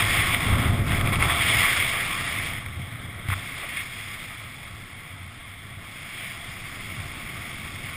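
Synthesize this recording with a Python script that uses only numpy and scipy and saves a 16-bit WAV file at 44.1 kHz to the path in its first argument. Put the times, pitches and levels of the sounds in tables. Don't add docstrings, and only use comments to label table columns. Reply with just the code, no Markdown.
import sys
import numpy as np
from scipy import signal
from scipy.fft import rfft, irfft
from scipy.io import wavfile
from scipy.ndimage import uniform_filter1d

SR = 44100
rng = np.random.default_rng(int(sys.argv[2]) if len(sys.argv) > 2 else 0)


def invert_db(level):
    return 10 ** (np.asarray(level, dtype=float) / 20)


def dump(signal):
    limited = np.clip(np.atleast_2d(signal).T, -1, 1)
    pcm = np.round(limited * 32767).astype(np.int16)
    wavfile.write(sys.argv[1], SR, pcm)


N = 351036

# time_s, level_db
AIRFLOW = [(0, -22), (.3, -25.5), (.42, -27), (.75, -30.5), (1.15, -30.5), (1.35, -26.5), (1.62, -21.5),
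           (1.95, -28), (2.1, -30.5), (2.47, -31), (2.62, -35.5), (3.3, -36.5), (4.0, -37.5), (4.5, -40.5),
           (5.2, -42.5), (5.85, -41), (6.5, -39.5), (7.96, -38.5)]
# time_s, share (0 open, 1 sheltered)
LEE = [(.35, 0.05), (.62, 0.4), (.83, 0.74), (.87, 0.22), (1.19, 0.15), (1.23, 0), (2.49, 0), (2.63, 1),
       (3.25, 1.1), (3.29, 0.15), (4.2, 0.05), (4.5, 0.33), (5.78, 0.67), (5.95, 0.02)]
# time_s, change_db, half_length_s
FLAPS = [(0, 4, 0.01), (.07, -5, 0.039), (.2, 3, 0.011), (.31, -2, .02), (.338, 1, .006), (.385, -5, 0.032),
         (.57, -9, 0.0076), (.6, 4.5, .012), (.65, 3, 0.011), (.72, -3, 0.023), (.845, -11, 0.027),
         (.91, 2.5, 0.042), (1.035, -12, .015), (1.11, -7, .012), (1.135, 9.5, 0.013), (1.18, -9, 0.011),
         (1.235, 4, 0.027), (1.275, -2, .012), (1.31, 7, 0.01), (1.42, 5.5, 0.014), (1.49, 7.5, 0.014),
         (1.57, 0, 0.012), (2.465, 2, .015), (2.5, -3.5, 0.018), (2.575, 4, 0.023), (3.315, 5.5, 0.027),
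         (3.78, 9.5, 0.045), (3.63, 3.5, 0.049), (6.23, 8.5, 0.09)]
# time_s, change_db, half_length_s
WHOOSHES = [(.345, 6.5, 0.011), (.8, -4.5, 0.075), (1.3, 5.5, 0.091), (2.1, 2, 0.2), (2.66, 1, .012),
            (3.64, 5, 0.027)]
# level_in_mild_air_db, slope_db_per_db of airflow, full_lee_db, flap_share
LAYERS = [
    (-47.5, 1, -3, 0.24),
    (-37.5, 1.0, -5, 0.65),
    (-53, 0.83, -10, 0.3),
]


def wind_db(t, mild_db=-38, buffet_leak_db=-2):
    flow, lee, flap = follow(AIRFLOW, t) - mild_db, follow(LEE, t), bumps(FLAPS, t)
    roar, hiss, fizz = (db + slope * flow + lee_db * lee for db, slope, lee_db, _ in LAYERS)
    leak = follow(BUFFETING, t) + buffet_leak_db
    roar = 10 * np.log10(invert_db(2 * roar) + invert_db(2 * leak)) + bumps(WHOOSHES, t)
    return [level + layer[3] * flap for level, layer in zip((roar, hiss, fizz), LAYERS)]


# low_hz, high_hz
BANDS = [(450, 1600), (1700, 3900), (4300, 5600)]
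# centre_hz, width_hz, change_db
HOLLOWS = [(398, 79, -3.5), (970, 130, -2.5), (2680, 340, -4)]


def turbulence(patchy_db=1.0, gust_db=0.28, flutter_db=0.75, rougher_per_db=0.016):
    frames = N // 64 + 5
    t = np.arange(frames) * 64 / SR
    hz, fine = np.fft.rfftfreq(256, 1 / SR), np.fft.rfftfreq(8192, 1 / SR)

    passed = invert_db(2 * housing_db(fine)) / len(fine)
    share_db = [10 * np.log10(passed[(fine > lo) & (fine < hi)].sum()) for lo, hi in BANDS]
    drive_db = np.array([level - share for level, share in zip(wind_db(t), share_db)])
    place = np.interp(hz, [1400, 1800, 3800, 4400], [0, 1, 1, 2])
    field_db = np.maximum(1 - abs(place[:, None] - np.arange(3)), 0) @ drive_db
    hollow_db = sum(db * np.exp(-((hz - f) / width) ** 2) for f, width, db in HOLLOWS)
    field_db = field_db + np.outer(hollow_db, follow(LEE, t))

    unrest = np.clip(1 + rougher_per_db * (drive_db[1] - drive_db[1].mean()), .3, 3)
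    patches = chance(frames, len(hz), long=40, wide=3)
    gusts = chance(frames, 1, long=18, wide=1)
    flutter = chance(frames, 1, long=3, wide=1)
    field_db = field_db + unrest * (patchy_db * patches + gust_db * gusts + flutter_db * flutter)

    a, b = rng.standard_normal((frames, len(hz), 2)).T
    noise = a + 1j * b
    unit = np.sqrt(np.mean(signal.istft(noise, nperseg=256, noverlap=192)[1] ** 2))
    return signal.istft(noise * invert_db(field_db), nperseg=256, noverlap=192)[1][:N] / unit


# centre_hz, width_hz, level_db
CAVITY = [(694, 37, -6.5), (842, 120, -11), (1122, 150, -8.5), (1300, 230, -9.5), (1900, 110, -10.5),
          (2175, 283, -1), (2763, 92, -11), (3308, 220, -7.5), (3487, 335, -10.5), (4670, 250, -23),
          (5060, 370, -18.5)]
# frequency_hz, gain_db
SHELL = [(150, -3.5), (450, 3), (960, -4), (1060, 1.5), (3600, -1.5), (4000, -5.5), (4500, -6.5),
         (5300, -4), (5700, -6), (6000, -11.5), (6400, -16)]


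def housing_db(hz):
    power = sum(invert_db(2 * db) / (1 + (2 * (hz - f) / width) ** 2) for f, width, db in CAVITY)
    return 10 * np.log10(power) + read(SHELL, hz)


def dip_at_knock(depth_db):
    return invert_db(depth_db * np.interp(np.arange(N) / SR, [3.27, 3.29, 3.335, 3.36], [0, 1, 1, 0]))


# time_s, level_db
BUFFETING = [(0, -35), (.42, -35.5), (.52, -30.5), (1.24, -32), (1.36, -36.5), (1.75, -41.5), (2.5, -43.5),
             (2.8, -50), (3.4, -46), (3.6, -49), (5.7, -53), (6.5, -48.5), (7.0, -46), (7.96, -46)]
# time_s, change_db, half_length_s
SURGES = [(.02, 4, 0.035), (.2, 6.5, 0.027), (.27, -8, .03), (.52, 5, 0.051), (.64, 0.5, .03),
          (.74, 2, 0.026), (.82, 3.5, 0.027), (1.55, 7, 0.043), (1.73, -7, .05), (2.15, 0, 0.038),
          (2.55, 5, 0.066), (2.79, 14.5, .04), (2.93, 5.5, 0.049), (3.04, 7, .03), (3.19, 4, 0.023),
          (3.72, -8, 0.036), (4.54, -5, 0.084), (4.72, 6.5, .08), (5.18, 7.5, 0.056), (5.76, 5.5, 0.14),
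          (6.12, -5, 0.021), (6.27, 6, .05), (7.02, 4, 0.053), (7.12, -6, .02), (7.4, 2, 0.081)]


def buffet_db(t, swing_db=3, swing_lee_db=5.5, sway_db=-6, sway_slope=0.41, calm_db=-52, heave_db=2.3):
    rumble = follow(BUFFETING, t)
    heave = np.repeat(chance(N // 512 + 1, 1, long=7, wide=1)[0], 512)[:N]
    swing = rumble + swing_db + swing_lee_db * follow(LEE, t) + bumps(SURGES, t)
    sway = rumble + sway_db + sway_slope * (rumble - calm_db)
    sway = sway + heave_db * uniform_filter1d(heave, size=512)
    return swing, rumble, sway


# frequency_hz, level_db
RUMBLE = [(8, -20), (14, 4), (30, 4), (60, -5), (130, 3.5), (180, -2), (250, -3), (320, -8), (390, -11),
          (450, -18), (600, -14.5), (900, -29), (1400, -90)]


def shaking(lumpy_db=0.4, peaky=0.08, swing_hz=95, swing_width_hz=46, sway_hz=64, sway_width_hz=45):
    swing_db, rumble_db, sway_db = buffet_db(np.arange(N) / SR)
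    a, b, c = rng.standard_normal((N, 3)).T

    swing = resonate_twice(a, swing_hz, swing_width_hz)
    swing = swing + invert_db(-14.5) * resonate_twice(a, 127, 85)
    swing = evened(swing + peaky * (swing ** 2 - uniform_filter1d(swing ** 2, 900)))
    sway = resonate_twice(c, sway_hz, sway_width_hz)

    hz = np.fft.rfftfreq(N, 1 / SR)
    colour = invert_db(read(RUMBLE, hz))
    colour = colour / np.sqrt(2 * np.sum(colour[(hz > 150) & (hz < 400)] ** 2) / N)
    rumble = irfft(rfft(b) * colour, N)

    lumps = np.repeat(chance(N // 256 + 1, 1, long=8, wide=1)[0], 256)[:N]
    rocking = swing * invert_db(swing_db - 0.5) + sway * invert_db(sway_db - 4.0) + rumble * invert_db(rumble_db - 2.0)
    return rocking * invert_db(lumpy_db * uniform_filter1d(lumps, 256))


# start_s, peak_db, length_s, mount_thump_db, favoured_hz
TICKS = [(0.325, -16, 0.0029, -40, 2170), (0.345, -7, 0.0042, -45, 2230), (0.529, -20, 0.0029, -40, 1980),
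         (0.906, -22, 0.0034, -42, 2170), (0.919, -11, 0.0025, -42, 2160), (1.011, -15, 0.002, -26, 2020),
         (1.073, -11, 0.0016, -40, 2160), (1.126, -32, 0.0023, -40, 2190),
         (1.157, -11.5, 0.0019, -40, 2150), (1.208, -21, 0.0022, -40, 2430), (1.224, -6, 0.0033, -42, 2450),
         (1.237, -14, 0.003, -40, 2000), (1.296, -9, 0.006, -40, 2220), (1.411, -13, 0.004, -40, 2200),
         (2.12, -27, 0.0029, -37, 2120), (2.661, -20.5, 0.0019, -33, 2050), (3.77, -19, 0.0029, -46, 2270),
         (4.064, -31, 0.0023, -46, 2290)]
# start_s, peak_db, length_s, mount_thump_db, favoured_hz
SCRAPES = [
    (3.2857, -16.5, 0.0048, -36, 1900),
    (3.3005, -17.5, 0.0059, -45, 1150),
    (3.3135, -21, 0.0055, -49, 2050),
    (3.318, -17.5, 0.0037, -43, 2050),
    (3.323, -16.5, 0.013, -45, 1240),
    (3.332, -23, 0.0028, -39, 2300),
    (3.336, -16.5, 0.0044, -45, 1300),
]


def ticks(response, trim_db=-2.0, focus=0.41):
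    out, t = np.zeros(N), np.arange(2048) / SR
    for s, db, length, thump_db, hz in TICKS + SCRAPES:
        noise = rng.standard_normal(2048)
        noise = (1 - focus) * noise + focus * evened(resonate(noise, hz, 630))
        puff = noise * (1 - np.exp(-t / 0.00023)) * np.exp(-(t / max(length, .0005)) ** 2)
        ring = signal.fftconvolve(puff, response)[:2048]
        push = invert_db(thump_db) * np.sin(2 * np.pi * 110 * t) * np.exp(-t / 0.0081)
        add(out, s, invert_db(db + trim_db) * ring / abs(ring).max() + push)
    return out


# start_s, peak_db, pitch_hz, t60_s
KNOCKS = [
    (3.287, -16.5, 98, .14),
    (3.319, -20, 95, .16),
    (1.207, -17, 95, .06),
    (1.122, -18, 100, .05),
]


def knocks():
    out, t = np.zeros(N), np.arange(SR // 4) / SR
    for s, db, hz, t60 in KNOCKS:
        swing = np.sin(2 * np.pi * hz * t) * (1 - np.exp(-t / 0.0011))
        add(out, s, -invert_db(db - 60 * t / t60) * swing)
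    return out


def evened(x):
    return x / np.sqrt(np.mean(x ** 2) + 1e-20)


def read(points, hz):
    f, value = np.transpose(points)
    return np.interp(np.log(hz + 1), np.log(f + 1), value)


def follow(points, t):
    return np.interp(t, *np.transpose(points))


def bumps(rows, t):
    return sum(db * np.exp(-((t - s) / max(half, .004)) ** 2) for s, db, half in rows)


def add(mix, s, sound):
    part = mix[round(s * SR):][:len(sound)]
    part += sound[:len(part)]


def chance(frames, bins, long, wide):
    field = rng.standard_normal((frames, bins)).T
    return evened(uniform_filter1d(uniform_filter1d(field, long, axis=1), wide, axis=0))


def resonate(x, hz, width):
    turn = np.exp(2j * np.pi * np.cumsum(hz * np.ones(len(x))) / SR)
    r = np.exp(-np.pi * width / SR)
    return 2 * (turn * signal.lfilter([1 - r], [1, -r], x / turn)).real


def resonate_twice(x, hz, width):
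    return evened(resonate(resonate(x, hz, width), hz, width))


def causal(db):
    log_gain = np.log(invert_db(np.maximum(db, -100)))
    circle = np.concatenate([log_gain, log_gain[-2:0:-1]])
    return np.fft.ifft(np.exp(np.conj(signal.hilbert(circle)))).real[:4096]


def scene():
    response = causal(housing_db(np.fft.rfftfreq(8192, 1 / SR)))
    rush = signal.oaconvolve(turbulence() * dip_at_knock(depth_db=-1.5), response)[:N]
    return (rush + shaking() + ticks(response) + knocks())[None]


# frequency_hz, level_db
DROPPED = [(5500, -60), (5750, -33.5), (6250, -32.5), (6500, -60), (10800, -60), (11100, -38), (11600, -29),
           (12000, -30), (12500, -23.5), (12900, -36), (14300, -34), (14600, -25), (15100, -25)]


def masked_bands_lost(x, jitter_db=6.0, starve_db=1.0, bass_pull=0.56, edge_hz=15120):
    stft = dict(fs=SR, nperseg=2048, noverlap=1024, window="cosine")
    hz, _, z = signal.stft(np.pad(x, (695, 0)), **stft)
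    power = abs(z) ** 2
    band = np.arange(len(hz)) // 6
    level_db = 10 * np.log10(np.add.reduceat(power, np.arange(0, len(hz), 6))[band] / 6 + 1e-20)
    hiss_db = 10 * np.log10(np.mean(power[80:180], axis=0) + 1e-20)
    bass_db = 10 * np.log10(np.mean(power[2:8], axis=0) + 1e-20)

    luck = chance(z.shape[1], band[-1] + 1, long=3, wide=4)[band]
    starved_db = starve_db * rng.exponential(1, z.shape[1]) * np.clip((hz - 12000) / 1500, 0, 1)[:, None]
    busy_db = bass_pull * uniform_filter1d(bass_db - hiss_db - 9, size=2) * (hz > 14500)[:, None]
    limit_db = hiss_db + read(DROPPED, hz)[:, None] + jitter_db * luck + starved_db + busy_db
    keep = (level_db > limit_db) & (hz < edge_hz)[:, None]
    return signal.istft(z * keep, **stft)[1][695:][:N]


def treble_gaps(x, per_s=7, length_s=.017, above_hz=12300):
    top = signal.oaconvolve(x, signal.firwin(201, above_hz, pass_zero=False, fs=SR), "same")
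    starts = rng.random(N) < per_s / SR
    depth = starts * rng.uniform(.8, 1.05, N)
    gaps = signal.oaconvolve(depth, signal.windows.tukey(round(length_s * SR), .7), "same")
    return x - top * np.clip(gaps, 0, 1)


def band_limit(x):
    return signal.sosfilt(signal.butter(12, 16310, fs=SR, output="sos"), x)


def record(dry):
    slow = signal.resample_poly(dry, 40, 147, axis=1)
    held = signal.resample_poly(np.repeat(slow, 4, axis=1), 147, 160, axis=1)[:, :N]
    finished = treble_gaps(masked_bands_lost(held[0]))[None]
    return band_limit(finished)


dry = scene()
out = record(dry)
dump(out)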